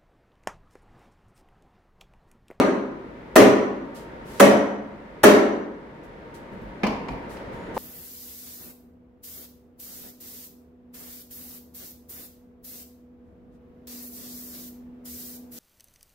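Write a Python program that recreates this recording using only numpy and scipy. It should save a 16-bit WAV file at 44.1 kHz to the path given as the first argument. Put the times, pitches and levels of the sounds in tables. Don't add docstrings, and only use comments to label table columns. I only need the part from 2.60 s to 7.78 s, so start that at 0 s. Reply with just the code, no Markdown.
import sys
import numpy as np
from scipy import signal
from scipy.fft import rfft, irfft, next_fast_len
from scipy.io import wavfile
from scipy.ndimage import uniform_filter1d

SR = 44100
rng = np.random.default_rng(int(sys.argv[2]) if len(sys.argv) > 2 else 0)


def master(y):
    cut = np.clip(np.atleast_2d(y).T, -1, 1)
    pcm = np.round(cut * 32767)
    wavfile.write(sys.argv[1], SR, pcm.astype(np.int16))


N = 228386
LEAD = SR // 4

# pitch_hz, level_db
FAN_COLOUR = [(50, -24.5), (90, -8.5), (200, -6), (300, -3.5), (370, -5), (520, -3), (700, -12),
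              (1000, -14.5), (1400, -15.5), (2050, -17), (2500, -24.5), (4000, -34), (7000, -47.5),
              (16000, -59)]
# pitch_hz, level_db
RUMBLE_COLOUR = [(22, -18), (32, -7.5), (44, 3), (60, 1), (85, -14), (130, -5.5), (220, -2), (500, -54)]
# pitch_hz, t60_s
GARAGE_T60 = [(180, 1), (430, 0.83), (1040, 0.87), (2500, 0.65), (6000, 0.46), (14400, 0.32)]
# pitch_hz, likeness
FAR_LIKENESS = [(60, 0.92), (290, 0.9), (640, 0.52), (1410, -0.034), (3100, 0.11), (15000, -0.12)]
# pitch_hz, likeness
NEAR_LIKENESS = [(60, 0.34), (300, 1), (700, 0.82), (1500, 0.7), (4400, 0.038), (15000, .1)]
# start_s, level_db, length_s
SCUFFS = [(1.343, -45, 0.047), (1.645, -47.5, 0.22), (3.43, -56, 0.024), (3.738, -47.5, 0.028),
          (4.689, -51, 0.053), (4.922, -60.5, 0.04), (5.138, -48.5, 0.074)]
# pitch_hz, level_db
SCUFF_COLOUR = [(1000, -12.5), (3000, 1), (6000, -2), (12000, -3.5), (16000, -10.5)]
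# start_s, level_db
FOOTFALLS = [(3.915, -30), (4.01, -30.5), (4.495, -28.5), (4.915, -41)]
# pitch_hz, level_db
SQUEAK = [(6860, -72), (6890, -72), (9485, -73), (12130, -93)]
# start_s, level_db, tilt_db_per_octave, low_edge_hz, rise_s, t60_s
KNOCKS = [(4.233, -10, -0.74, 40, 0.0007, 0.12), (4.267, -14, 2.5, 60, 0.0013, 0.046),
          (4.483, -18, -1, 251, 0.002, 0.058), (4.768, -31, 2, 200, 0.0025, .05),
          (5.164, -13, -9, 418, 0.011, 0.083)]
# pitch_hz, level_db
KNOCK_COLOUR = [(40, 1), (80, -8), (130, -8), (220, 9), (360, -1), (520, 1.5), (690, -0.5), (1000, 1),
                (1500, -12.5), (2300, -7.5), (3600, -20), (4900, -20), (8000, -35.5), (15000, -46)]
# pitch_hz, level_db
THUD_COLOUR = [(35, -33), (70, -9), (125, 11), (170, 6.5), (300, -36.5), (600, -69)]
# start_s, ring_db, crack_db, tilt_db_per_octave, striking_spot (0-2), thud_db, thud_peak_s (after start)
BLOWS = [(-0.117, 11.5, 14, -0.5, 0, -18.5, 0.057), (0.7598, 11.5, 8.5, -0.05, 0, -16, .058),
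         (1.801, 12, 10.5, -0.27, 1, -18, 0.05), (2.6367, 14, 12, -0.08, 2, -22, 0.049)]
# pitch_hz, t60_s, first_spot_db, second_spot_db, third_spot_db
FRAME = [(202.9, 0.87, -20, -18, -22), (219.1, 1, -29, -23.5, -24.5), (254.6, 0.97, -19, -23.5, -24),
         (279.2, 0.77, -17.5, -22.5, -19), (292, 0.95, -22.5, -20.5, -20.5), (336.7, 1, -21, -37.5, -21),
         (388.3, 0.93, -19.5, -36, -19), (418, 0.7, -12.5, -17.5, -12.5),
         (430.3, 0.87, -25.5, -22.5, -20.5), (510.3, 0.86, -28.5, -26, -34.5),
         (557.6, 1, -25, -23.5, -24.5), (567.6, 0.55, -17, -10, -41), (597.6, 0.54, -21.5, -18, -12.5),
         (626, 0.69, -17, -19.5, -19.5), (712, 0.81, -51, -24, -29), (757, 0.65, -25, -45, -42),
         (982, 0.93, -29, -33, -31), (1153, .45, -40.5, -20.5, -30), (1197, 0.5, -29.5, -28.5, -30.5),
         (1250, 0.32, -32, -43, -20.5), (1654, .4, -46, -32, -36.5), (1740, 0.37, -36.5, -44, -34),
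         (1700, 0.55, -37, -34, -23.5), (2660, 0.28, -32, -24.5, -24), (3180, 0.31, -41.5, -37, -27)]
# pitch_hz, level_db
TICK_COLOUR = [(500, -6.5), (2500, 2.5), (6000, -5), (11000, -7), (16000, -4)]
# pitch_hz, level_db
CRACK_COLOUR = [(60, -43.5), (140, -11), (220, -1.5), (400, 5.5), (650, 3), (1200, 2), (1900, -10.5),
                (3200, -11.5), (6000, -26), (11000, -18.5), (16000, -20)]
# pitch_hz, level_db
CLATTER_COLOUR = [(40, -38.5), (90, -22), (145, -17), (205, 3), (440, -9), (650, 6.5), (850, -11),
                  (1300, -10.5), (1900, -2), (2500, -30), (3800, -30), (6000, -19.5), (11000, -21),
                  (16000, -34)]
# pitch_hz, t60_s
CLATTER_T60 = [(180, 0.054), (500, 0.18), (2000, 0.092), (12000, 0.27)]
# pitch_hz, level_db
SHIMMER_COLOUR = [(4500, -51.5), (5600, -22), (5880, 2), (6020, -9), (6250, -17), (6760, -15.5),
                  (7200, -17), (7700, -19), (9000, -52.5)]
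# pitch_hz, level_db
WASH_COLOUR = [(40, -36.5), (90, -16.5), (145, -17), (200, -2), (420, 0), (610, -1), (850, -6), (1250, -5),
               (1500, -8.5), (1900, -7.5), (3300, -17.5), (6000, -23), (11000, -25), (16000, -31)]

FAN_DB, RUMBLE_DB = -36.5, -44.5
FAN_WHINE_HZ, FAN_WHINE_DB = 923.5, -46.5
FOOTFALL_RISE_S, FOOTFALL_T60_S = 0.0049, 0.45
LIMIT_DB, RECOVERY_DB_PER_S = -6.0, 4.5
DETECTOR_S, LOOK_AHEAD_S = 0.031, 0.0083
CUTOFF_HZ = 15900


def from_db(db):
    return 10 ** (np.asarray(db) / 20)


def at_hz(points, hz):
    point_hz, value = np.transpose(points)
    return np.interp(np.log(hz), np.log(point_hz), value)


def seconds(length_s):
    return np.arange(int(length_s * SR)) / SR


def silence():
    return np.zeros((2, LEAD + N))


def decay(t, t60_s):
    return np.exp(-np.log(1000) * t / t60_s)


def add(track, start_s, sound):
    at = max(LEAD + round(start_s * SR), 0)
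    part = sound[:, :max(track.shape[1] - at, 0)]
    track[:, at:at + part.shape[1]] += part


def noise(colour, likeness, size, tilt_db=0):
    padded = next_fast_len(size, True)
    hz = np.maximum(np.fft.rfftfreq(padded, 1 / SR), 1)
    gain = from_db(at_hz(colour, hz))
    gain = gain / np.sqrt(2 * np.mean(gain ** 2))
    gain = gain * from_db(tilt_db * np.log2(np.maximum(hz, 250) / 1000))
    alike = np.clip(at_hz(likeness, hz), -.99, .99)
    mid, side = rfft(rng.standard_normal((2, padded)))
    shared = np.sqrt(1 + alike) * mid
    opposed = np.sqrt(1 - alike) * side * [[1], [-1]]
    return irfft(gain * (shared + opposed), padded)[:, :size]


def dying(sound, t60_table, count=6):
    t, spectrum = np.arange(sound.shape[1]) / SR, rfft(sound)
    centres_hz = np.geomspace(180, 14400, count)
    log_hz = np.log(np.maximum(np.fft.rfftfreq(len(t), 1 / SR), 1))
    out = np.zeros_like(sound)
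    for share, centre_hz in zip(np.eye(count), centres_hz):
        weight = np.interp(log_hz, np.log(centres_hz), share)
        out += irfft(spectrum * weight, len(t)) * decay(t, at_hz(t60_table, centre_hz))
    return out


def bunched(colour, ripple_db=3.0, count=240):
    hz = np.geomspace(40, 16000, count)
    ripple = ripple_db * np.minimum(hz / 1000, 1) * np.clip(rng.standard_normal(count), -2, 2)
    return np.column_stack([hz, at_hz(colour, hz) + ripple])


def garage(t, colour, tilt_db=0, first_wall_s=0.0078, build_s=0.011):
    tail = dying(noise(colour, FAR_LIKENESS, len(t), tilt_db), GARAGE_T60)
    return tail * (1 - np.exp(-np.maximum(t - first_wall_s, 0) / build_s))


def background(whine_width_hz=18):
    size = LEAD + N
    b, a = signal.iirpeak(FAN_WHINE_HZ, FAN_WHINE_HZ / whine_width_hz, SR)
    whine = signal.lfilter(b, a, rng.standard_normal((2, size)))
    rush = from_db(FAN_DB) * noise(FAN_COLOUR, FAR_LIKENESS, size)
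    rumble = from_db(RUMBLE_DB) * noise(RUMBLE_COLOUR, FAR_LIKENESS, size)
    return rush + rumble + from_db(FAN_WHINE_DB) * whine / whine.std()


def footfalls():
    out, t = silence(), seconds(.5)
    envelope = (1 - np.exp(-t / FOOTFALL_RISE_S)) * decay(t, FOOTFALL_T60_S)
    for start_s, level_db in FOOTFALLS:
        add(out, start_s, from_db(level_db) * envelope * noise(RUMBLE_COLOUR, FAR_LIKENESS, len(t)))
    return out


def scuffs(room_db=10):
    out, t = silence(), seconds(.3)
    for start_s, level_db, length_s in SCUFFS:
        stroke = 2 * t / length_s * np.exp(1 - 2 * t / length_s)
        near = noise(SCUFF_COLOUR, FAR_LIKENESS, len(t)) * stroke
        far = np.sqrt(length_s) * garage(t, SCUFF_COLOUR)
        add(out, start_s, from_db(level_db) * near)
        add(out, start_s + length_s / 2, from_db(level_db + room_db) * far)
    return out


def squeak(centre_s=5.03, half_length_s=0.074):
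    t = np.arange(-LEAD, N) / SR
    swell = np.exp(-((t - centre_s) / half_length_s) ** 4)
    return swell * sum(from_db(level_db) * np.sin(2 * np.pi * hz * t) for hz, level_db in SQUEAK)


def knocks(room_db=0.0):
    out, t = silence(), seconds(0.55)
    for start_s, level_db, tilt_db, low_edge_hz, rise_s, t60_s in KNOCKS:
        colour = bunched(KNOCK_COLOUR)
        envelope = (1 - np.exp(-t / rise_s)) * decay(t, t60_s)
        near = noise(colour, NEAR_LIKENESS, len(t), tilt_db) * envelope
        far = from_db(room_db) * np.sqrt(t60_s) * garage(t, colour, tilt_db)
        low_cut = signal.butter(4, low_edge_hz, "high", fs=SR, output="sos")
        add(out, start_s, from_db(level_db) * signal.sosfilt(low_cut, near + far))
    return out


def chassis():
    out, t = silence(), seconds(.5)
    for start_s, *_, thud_db, peak_s in BLOWS:
        swell = (t / peak_s * np.exp(1 - t / peak_s)) ** 2
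        add(out, start_s, from_db(thud_db) * swell * noise(THUD_COLOUR, NEAR_LIKENESS, len(t)))
    return out


def tubes(t, spot, swell_s=0.011, port_phase=0.42, twin_db=-7, split_hz=9):
    out = np.zeros((2, len(t)))
    for hz, t60_s, *spot_db in FRAME:
        lag = port_phase * min(hz / 450, 3) * rng.choice([-1, 1]) * np.array([[1], [-1]])
        twin_hz = hz + split_hz * rng.uniform(0.548, 1.898) * rng.choice([-1, 1])
        main = np.sin(2 * np.pi * (hz * t + rng.random()) + lag)
        twin = from_db(twin_db) * np.sin(2 * np.pi * (twin_hz * t + rng.random()) - lag)
        level_db = np.interp(spot, np.arange(3), spot_db)
        out += from_db(level_db) * decay(t, t60_s) * (main + twin)
    return out * (1 - np.exp(-t / swell_s))


def crack(tilt_db, press_s=0.0097, width_s=0.004):
    t = np.arange(SR // 20) / SR
    pressure = np.exp(-((t - press_s) / width_s) ** 2 / 2)
    return noise(CRACK_COLOUR, NEAR_LIKENESS, len(t), tilt_db) * pressure


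def blows(tick_db=-22.0, tick_t60_s=0.038, touch_s=.0035, crack_gain_db=-9.0, clatter_db=-14, tubes_db=2.0,
          shimmer_db=-34, shimmer_t60_s=0.59, wash_db=-12):
    out, t = silence(), seconds(.8)
    for start_s, ring_db, crack_db, tilt_db, spot, *_ in BLOWS:
        tick = noise(TICK_COLOUR, NEAR_LIKENESS, len(t), tilt_db) * decay(t, tick_t60_s)
        clatter = dying(noise(bunched(CLATTER_COLOUR), NEAR_LIKENESS, SR // 3, tilt_db), CLATTER_T60)
        shimmer = noise(SHIMMER_COLOUR, NEAR_LIKENESS, len(t)) * decay(t, shimmer_t60_s)
        wash = garage(t, bunched(WASH_COLOUR), tilt_db)
        add(out, start_s - touch_s, from_db(crack_db + tick_db) * tick)
        add(out, start_s - touch_s, from_db(crack_db + crack_gain_db) * crack(tilt_db))
        add(out, start_s, from_db(ring_db + clatter_db) * clatter)
        add(out, start_s, from_db(ring_db + tubes_db) * tubes(t, spot))
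        add(out, start_s, from_db(ring_db + shimmer_db) * shimmer)
        add(out, start_s, from_db(ring_db + wash_db) * wash)
    return out


def gain_control(sound):
    power = uniform_filter1d(np.mean(sound ** 2, axis=0), max(int(DETECTOR_S * SR), 1))
    excess_db = np.maximum(10 * np.log10(np.maximum(power, 1e-12)) - LIMIT_DB, 0)
    t = np.arange(len(power)) / SR
    recovered_db = RECOVERY_DB_PER_S * t
    cut_db = np.maximum.accumulate(excess_db + recovered_db) - recovered_db
    return sound * from_db(-np.interp(t + LOOK_AHEAD_S, t, cut_db))


def scene(left_db=0.3):
    sound = background() + footfalls() + scuffs() + squeak() + knocks() + chassis() + blows()
    leaning = sound * from_db([[left_db], [-left_db]])
    return gain_control(leaning)[:, LEAD:]


def record(dry, ceiling=1.0):
    rounded = dry / (1 + (dry / ceiling) ** 6) ** (1 / 6)
    treble_cut = signal.ellip(10, .1, 70, CUTOFF_HZ, fs=SR, output="sos")
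    return signal.sosfilt(treble_cut, rounded)


dry = scene()
out = record(dry)
master(out)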